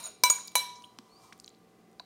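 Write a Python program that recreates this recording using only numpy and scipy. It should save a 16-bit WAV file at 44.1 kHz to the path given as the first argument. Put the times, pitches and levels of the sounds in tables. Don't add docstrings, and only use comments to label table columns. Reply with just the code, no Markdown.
import sys
import numpy as np
from scipy import signal
from scipy.fft import rfft, irfft
from scipy.io import wavfile
from scipy.ndimage import uniform_filter1d

SR = 44100
rng = np.random.default_rng(int(sys.argv[2]) if len(sys.argv) > 2 else 0)


def amplitude_ratio(level_db):
    exponent = np.asarray(level_db, float) / 20
    return 10 ** exponent


def waveform_to_disk(signal):
    frames = np.transpose(np.atleast_2d(signal))
    scaled = np.clip(frames, -1, 1) * 32767
    samples = np.round(scaled).astype(np.int16)
    wavfile.write(sys.argv[1], SR, samples)


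N = 90404


def evened(x):
    return x / np.sqrt(np.mean(x ** 2) + 1e-20)


def read(points, hz):
    f, value = np.transpose(points)
    return np.interp(np.log(hz + 1), np.log(f + 1), value)


def add(mix, s, sound):
    part = mix[round(s * SR):][:len(sound)]
    part += sound[:len(part)]


def resonate(x, hz, width):
    carrier = np.exp(2j * np.pi * hz * np.arange(len(x)) / SR)
    r = np.exp(-np.pi * width / SR)
    envelope = signal.lfilter([1 - r], [1, -r], x / carrier)
    return 2 * (carrier * envelope).real


def body(grit, resonances):
    return sum(amplitude_ratio(db) * evened(resonate(resonate(grit, hz, width), hz, 2 * width))
               for hz, width, db in resonances)


def smoothed(x, seconds, rate):
    size = max(int(seconds * rate), 2)
    return uniform_filter1d(uniform_filter1d(x, size), size)


def wander(seconds):
    return evened(smoothed(rng.standard_normal(N), seconds, SR))


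def ringing(place, s, peak_db, stretch):
    # (t60 [s], level in clink one [dB], clink two [dB], clink three [dB])
    bowl = [(0.87, -39, -36, -13), (0.2, -0.5, -24.5, -3), (0.18, -29.5, -35, -5.5),
            (0.46, -12.5, -10.5, -8.5), (0.2, -6.5, -35.5, -36), (0.16, -19.5, -41, -19),
            (0.23, -19, -24.5, -11.5), (0.18, -3, -28, 0.5), (0.36, -21, -37, -12.5),
            (0.2, -16.5, -29, -25), (.35, -25, -33, -14), (0.089, 0.5, -21.5, -1.5),
            (0.11, -3.5, -25.5, -6), (0.05, -26.5, -4.5, 3)]
    spoon = [(0.077, -25, -24, -44.5), (0.15, -20.5, -12.5, -10), (0.15, -16, 2, -31),
             (0.12, -17.5, 5, -40), (.2, -29.5, -42.5, -17.5), (0.051, -17, 2, -2),
             (0.2, -17.5, -7.5, -29.5), (0.043, -15.5, -14, -15), (0.11, -25, -29.5, -8),
             (0.06, -25, -29, -8), (0.067, -24.5, -40, -4), (0.18, -17, -18.5, -16.5),
             (.13, -24, -22, -15.5), (.15, -14.5, -15.5, -28)]
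    # 977 and 4014 Hz against near partners, 10197 Hz alone
    twins = [(0.67, -17, -40.5, -46.5), (.15, -22.5, -23.5, -12), (0.14, -26.5, -35, -5.5)]
    bowl_hz = [980, 990, 2289, 2309, 2313, 2934, 3775, 4002, 4024, 5545, 5590, 6062, 8396, 10665]
    spoon_hz = [5160, 6750, 6788, 6798, 7316, 8580, 8737, 9096, 9980, 11000, 11850, 12280, 12940, 14860]
    twins_hz = [977, 10197, 4014]
    rise_s, shiver, shiver_s = 0.00031, 0.3, 0.008
    landing_s, landing_db_per_s = 0.427, 300
    grip_s, grip_db_per_s = 0.902, 75

    t = np.arange(SR) / SR
    modes = np.array(list(bowl) + list(spoon) + list(twins))
    hz = np.array(list(bowl_hz) + list(spoon_hz) + list(twins_hz))[:, None]
    sense = np.where(np.arange(len(hz)) < len(bowl) + len(spoon), 1, -1)[:, None]
    t60 = modes[:, :1] * stretch
    db = modes[:, 1 + place, None]

    slow = smoothed(rng.standard_normal((2, len(hz), SR // 20)), shiver_s, SR / 20)
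    depth = shiver * hz / 6000 * np.minimum(t / 0.013, 1)
    in_phase, quadrature = np.repeat(evened(slow), 20, axis=2) * depth
    phase = 2 * np.pi * hz * t
    wave = (1 + in_phase) * np.sin(phase) + quadrature * np.cos(phase)
    ring = (sense * amplitude_ratio(db + peak_db - 60 * t / t60) * wave).sum(0)

    landed = np.maximum(s + t - landing_s, 0) * (s < landing_s)
    gripped = np.maximum(s + t - grip_s, 0)
    damping = amplitude_ratio(-landing_db_per_s * landed - grip_db_per_s * gripped)
    return ring * (1 - np.exp(-t / rise_s)) * damping


def knock(crack_db, thud_db):
    t = np.arange(SR) / SR
    noise = rng.standard_normal(SR) * np.exp(-t / 0.0022)
    tilt_db = -0.5 * np.log2((np.arange(SR // 2 + 1) + 200) / 3000)
    crack = irfft(rfft(noise) * amplitude_ratio(tilt_db), SR) * (t < 0.1)
    thud_hz, thud_t60 = 720, 0.0068
    rumble = evened(resonate(rng.standard_normal(SR), thud_hz, 900))
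    thud = np.sin(2 * np.pi * thud_hz * t) + 0.3 * rumble
    return amplitude_ratio(crack_db) * 0.29 * crack + amplitude_ratio(-19 + thud_db - 60 * t / thud_t60) * thud


def drag():
    # (time [s], pressure [dB], softness [0-1])
    path = [(0, -35.5, 0.04), (0.018, -44.5, 0.12), (0.028, -42, 0.12), (0.056, -42, 0.1),
            (0.077, -42.5, 0.08), (.088, -72, 0.8), (.2, -74.5, 1), (0.329, -45.5, 0.46),
            (0.401, -48.5, 0.33), (.46, -61.5, 0.35), (0.701, -63.5, 0.78), (0.849, -62, 0.3), (.9, -71, 1),
            (1.081, -67.5, 1), (1.178, -64.5, 0.76), (1.24, -56.5, 1), (1.3, -62.5, 0.93),
            (1.45, -75.5, 0.8)]
    # (frequency [Hz], width [Hz], level [dB])
    rub = [(655, 230, -17), (1270, 470, -15), (2560, 2400, -14.5), (3930, 400, -9), (5000, 3600, -9),
           (6740, 71, -8), (8865, 360, -6.5), (10000, 600, -11.5), (12200, 300, -18.5), (15070, 370, -21)]
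    # (frequency [Hz], width [Hz], level [dB])
    smear = [(1033, 200, -2), (2342, 38, -15), (5070, 4800, -6.5), (8414, 370, -20)]
    s, db, soft = np.transpose(path)
    t = np.arange(N) / SR
    soft = np.clip(np.interp(t, s, soft), 0, 1)
    chatter_db, chatter_s = 2, 0.029
    grit = rng.standard_normal(N) * amplitude_ratio(chatter_db * wander(chatter_s))
    edge = (1 - soft) * body(grit, rub)
    underside = soft * body(rng.standard_normal(N), smear)
    return amplitude_ratio(np.interp(t, s, db)) * (edge + underside)


def squeak():
    # (time [s], pitch [Hz], level [dB])
    glide = [
        (1.091, 4180, -74.5),
        (1.12, 4390, -68.5),
        (1.152, 4530, -68.5),
        (1.18, 4790, -63.5),
        (1.196, 5070, -76),
    ]
    s, hz, db = np.transpose(glide)
    t = np.arange(N) / SR
    pitch = np.interp(t, s, hz) * (1 + 0.0027 * wander(0.004))
    level = np.interp(t, s, db, -150, -150) + 1.3 * wander(0.0039)
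    return amplitude_ratio(level) * np.sqrt(2) * np.sin(2 * np.pi * np.cumsum(pitch) / SR)


def tick(peak_db, hz, width, length):
    t = np.arange(2000) / SR
    grit = (rng.standard_normal(2000) + 3 * (t == 0)) * np.exp(-(t / length) ** 2)
    out = resonate(grit, hz, width)
    for _ in range(2):
        out = resonate(out, hz, 2 * width)
    return amplitude_ratio(peak_db) * out / abs(out).max()


def catches():
    # (time [s], peak level [dB], width [Hz], length [s])
    slips = [(0.053, -40.5, 120, .012), (.067, -38.5, 120, 0.014), (.038, -47, 77, 0.011),
             (0.032, -46, 79, .014), (0.078, -41, 100, 0.012), (0.055, -50, 64, 0.026),
             (0.036, -36, 140, 0.0081), (.039, -31.5, 140, .006), (.0535, -30, 150, .008)]
    slips_hz = [8915, 8935, 3885, 3950, 6793, 630, 6880, 6880, 6793]
    out = np.zeros(N)
    for (s, db, width, length), hz in zip(slips, slips_hz):
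        add(out, s, tick(db, hz, width, length))
    return out


def ticks():
    # (time [s], peak level [dB], pitch [Hz], width [Hz], length [s])
    grains = [(0.475, -34.5, 11000, 5960, 0.002), (0.48, -29.5, 5400, 3100, 0.0026),
              (.517, -51, 11000, 4960, 0.0014), (.518, -44, 3450, 3000, 0.0036),
              (0.755, -46.5, 5750, 1196, 0.021), (0.822, -45, 4420, 2500, 0.0022),
              (0.8398, -40, 3180, 420, 0.0064), (0.841, -58, 9000, 900, 0.011),
              (0.9873, -30.5, 4140, 3430, 0.0014), (0.988, -40.5, 228.4, 64.9, 0.00072),
              (1.3243, -37, 1660, 1150, 0.0015), (1.3272, -40, 3480, 3930, 0.0052),
              (1.378, -56, 11000, 3970, 0.0012), (1.3992, -35, 4880, 1996, 0.00092),
              (1.4008, -37, 7900, 2980, 0.00072), (1.425, -60, 14000, 3030, .001),
              (1.4387, -54, 8240, 5000, 0.00097), (1.4445, -36, 4400, 1580, 0.00081),
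              (1.4447, -49, 8400, 4000, 0.00084), (1.4612, -43, 6560, 1500, 0.0008),
              (1.4664, -51, 9500, 7000, .0008), (1.478, -35, 3700, 1280, 0.0017)]
    late = [(1.4805, -52, 6950, 1500, 0.00077), (1.4862, -55, 10500, 4730, 0.0007),
            (1.4917, -48, 6850, 1500, .002), (1.548, -53, 4030, 900, 0.0011),
            (1.915, -57, 7000, 5940, 0.001), (1.9965, -31, 4170, 585, 0.0023),
            (1.9966, -44, 1530, 390, 0.0013), (1.997, -44, 964, 151, 0.0071),
            (1.9963, -49, 2580, 427, 0.0034), (1.999, -47, 6500, 4140, 0.0032)]
    rebounds = [(0.2996, -16, 6200, 3400, 0.008), (.2364, -10, 5200, 1500, .005),
                (0.3031, -23.5, 910, 600, .003), (0.9873, -38.5, 840, 900, 0.0014),
                (1.9975, -45.5, 688, 150, .002), (.554, -25.5, 840, 200, .004),
                (.554, -26.5, 3100, 710, 0.0052), (0.52, -50, 14000, 3000, .001),
                (.491, -57.5, 14000, 3000, .001)]
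    fine = [(0.384, -43, 1410, 900, 0.0056), (1.382, -62, 14500, 2500, .0005),
            (1.39, -53, 7000, 2000, .0006), (1.403, -59, 13000, 4000, .0007),
            (1.408, -64, 10000, 2500, .0005), (1.41, -64, 13000, 4000, .0005),
            (1.4185, -62, 13000, 5000, .0005), (1.4414, -46, 7460, 3500, 0.00055),
            (1.445, -59, 14000, 3000, .001), (1.469, -61, 8500, 2000, .0005),
            (1.479, -57, 13030, 4000, .001), (1.491, -61, 12000, 4000, .0006),
            (1.503, -52, 4010, 1500, 0.00088), (1.542, -58.5, 2700, 807, 0.0009),
            (1.93, -56, 6000, 4000, .001), (1.991, -63, 5500, 805, 0.0018), (1.59, -65, 9060, 2490, 0.0011)]
    out = np.zeros(N)
    for s, *burst in list(grains) + list(late) + list(rebounds) + list(fine):
        add(out, s, tick(*burst))
    return out


def afterglow():
    # (frequency [Hz], level [dB], t60 [s])
    remains = [
        (930, -50, 0.22),
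        (2350, -59.5, .8),
    ]
    t = np.arange(N) / SR
    return sum(amplitude_ratio(db - 60 * t / t60) * np.sin(2 * np.pi * hz * t) for hz, db, t60 in remains)


def kitchen(x):
    # (frequency [Hz], t60 [s])
    room = [(250, 0.16), (1000, 0.34), (4000, 0.56), (9000, 0.35), (15000, 0.23)]
    first_echo_s = 0.0028
    taps = np.zeros(SR)
    at = np.arange(0, SR - 20, 20) + rng.integers(0, 20, SR // 20 - 1)
    taps[at] = rng.choice([-1., 1.], at.shape)
    taps[:int(first_echo_s * SR)] = 0
    hz, t, z = signal.stft(taps, SR, nperseg=256)
    decay = amplitude_ratio(-60 * t / read(room, hz)[:, None])
    tail = signal.istft(z * decay, SR, nperseg=256)[1]
    return signal.fftconvolve(x, tail / np.linalg.norm(tail))[:N]


def air():
    # (frequency [Hz], density [dB per Hz])
    spectrum = [(15, -41), (25, -21.5), (326, -2.5), (451, -3.5), (516, -8), (775, -12), (936, -21),
                (1160, -18), (16000, -35)]
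    # (frequency [Hz], rms level [dB])
    lines = [(59, -90), (118, -77.5), (177, -72), (220.7, -72), (357, -81.5), (446.8, -76), (710.6, -78.5),
             (769.8, -74.5), (1184, -78.5), (2013, -84)]
    t = np.arange(N) / SR
    shape = amplitude_ratio(read(spectrum, np.fft.rfftfreq(N, 1 / SR)))
    hiss = irfft(rfft(rng.standard_normal(N)) * shape, N)
    hum = np.zeros(N)
    for hz, db in lines:
        level = amplitude_ratio(db - 2.5 * wander(0.026))
        hum += level * np.sqrt(2) * np.sin(2 * np.pi * (hz * t + rng.random()))
    return amplitude_ratio(-64) * evened(hiss) + hum


def scene():
    # (time [s], peak level [dB], decay stretch [ratio], crack level [dB], thud level [dB])
    clinks = [
        (.2364, -15.5, 0.76, -1.5, -10.5),
        (.2996, -22.5, 0.9, -14.5, -4),
        (.554, -22.5, 1, -5, -31.5),
    ]
    near, rings = drag() + squeak(), afterglow()
    for place, (s, peak_db, stretch, crack_db, thud_db) in enumerate(clinks):
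        add(rings, s, ringing(place, s, peak_db, stretch))
        add(near, s, knock(crack_db, thud_db))
    wet = amplitude_ratio(-5) * kitchen(near + amplitude_ratio(-6) * rings)
    small = ticks() + catches()
    close = near + rings + wet + small + amplitude_ratio(-17.5) * kitchen(small)
    low_cut = signal.butter(2, 290, "high", fs=SR, output="sos")
    return (signal.sosfilt(low_cut, close) + air())[None]


def band_limit(x):
    return signal.sosfilt(signal.butter(12, 16950, fs=SR, output="sos"), x)


def record(dry):
    low_pass = signal.firwin(255, 15900, window=("kaiser", 7), fs=SR)
    mix = signal.oaconvolve(dry, low_pass[None], "same")
    return band_limit(mix)


dry = scene()
out = record(dry)
waveform_to_disk(out)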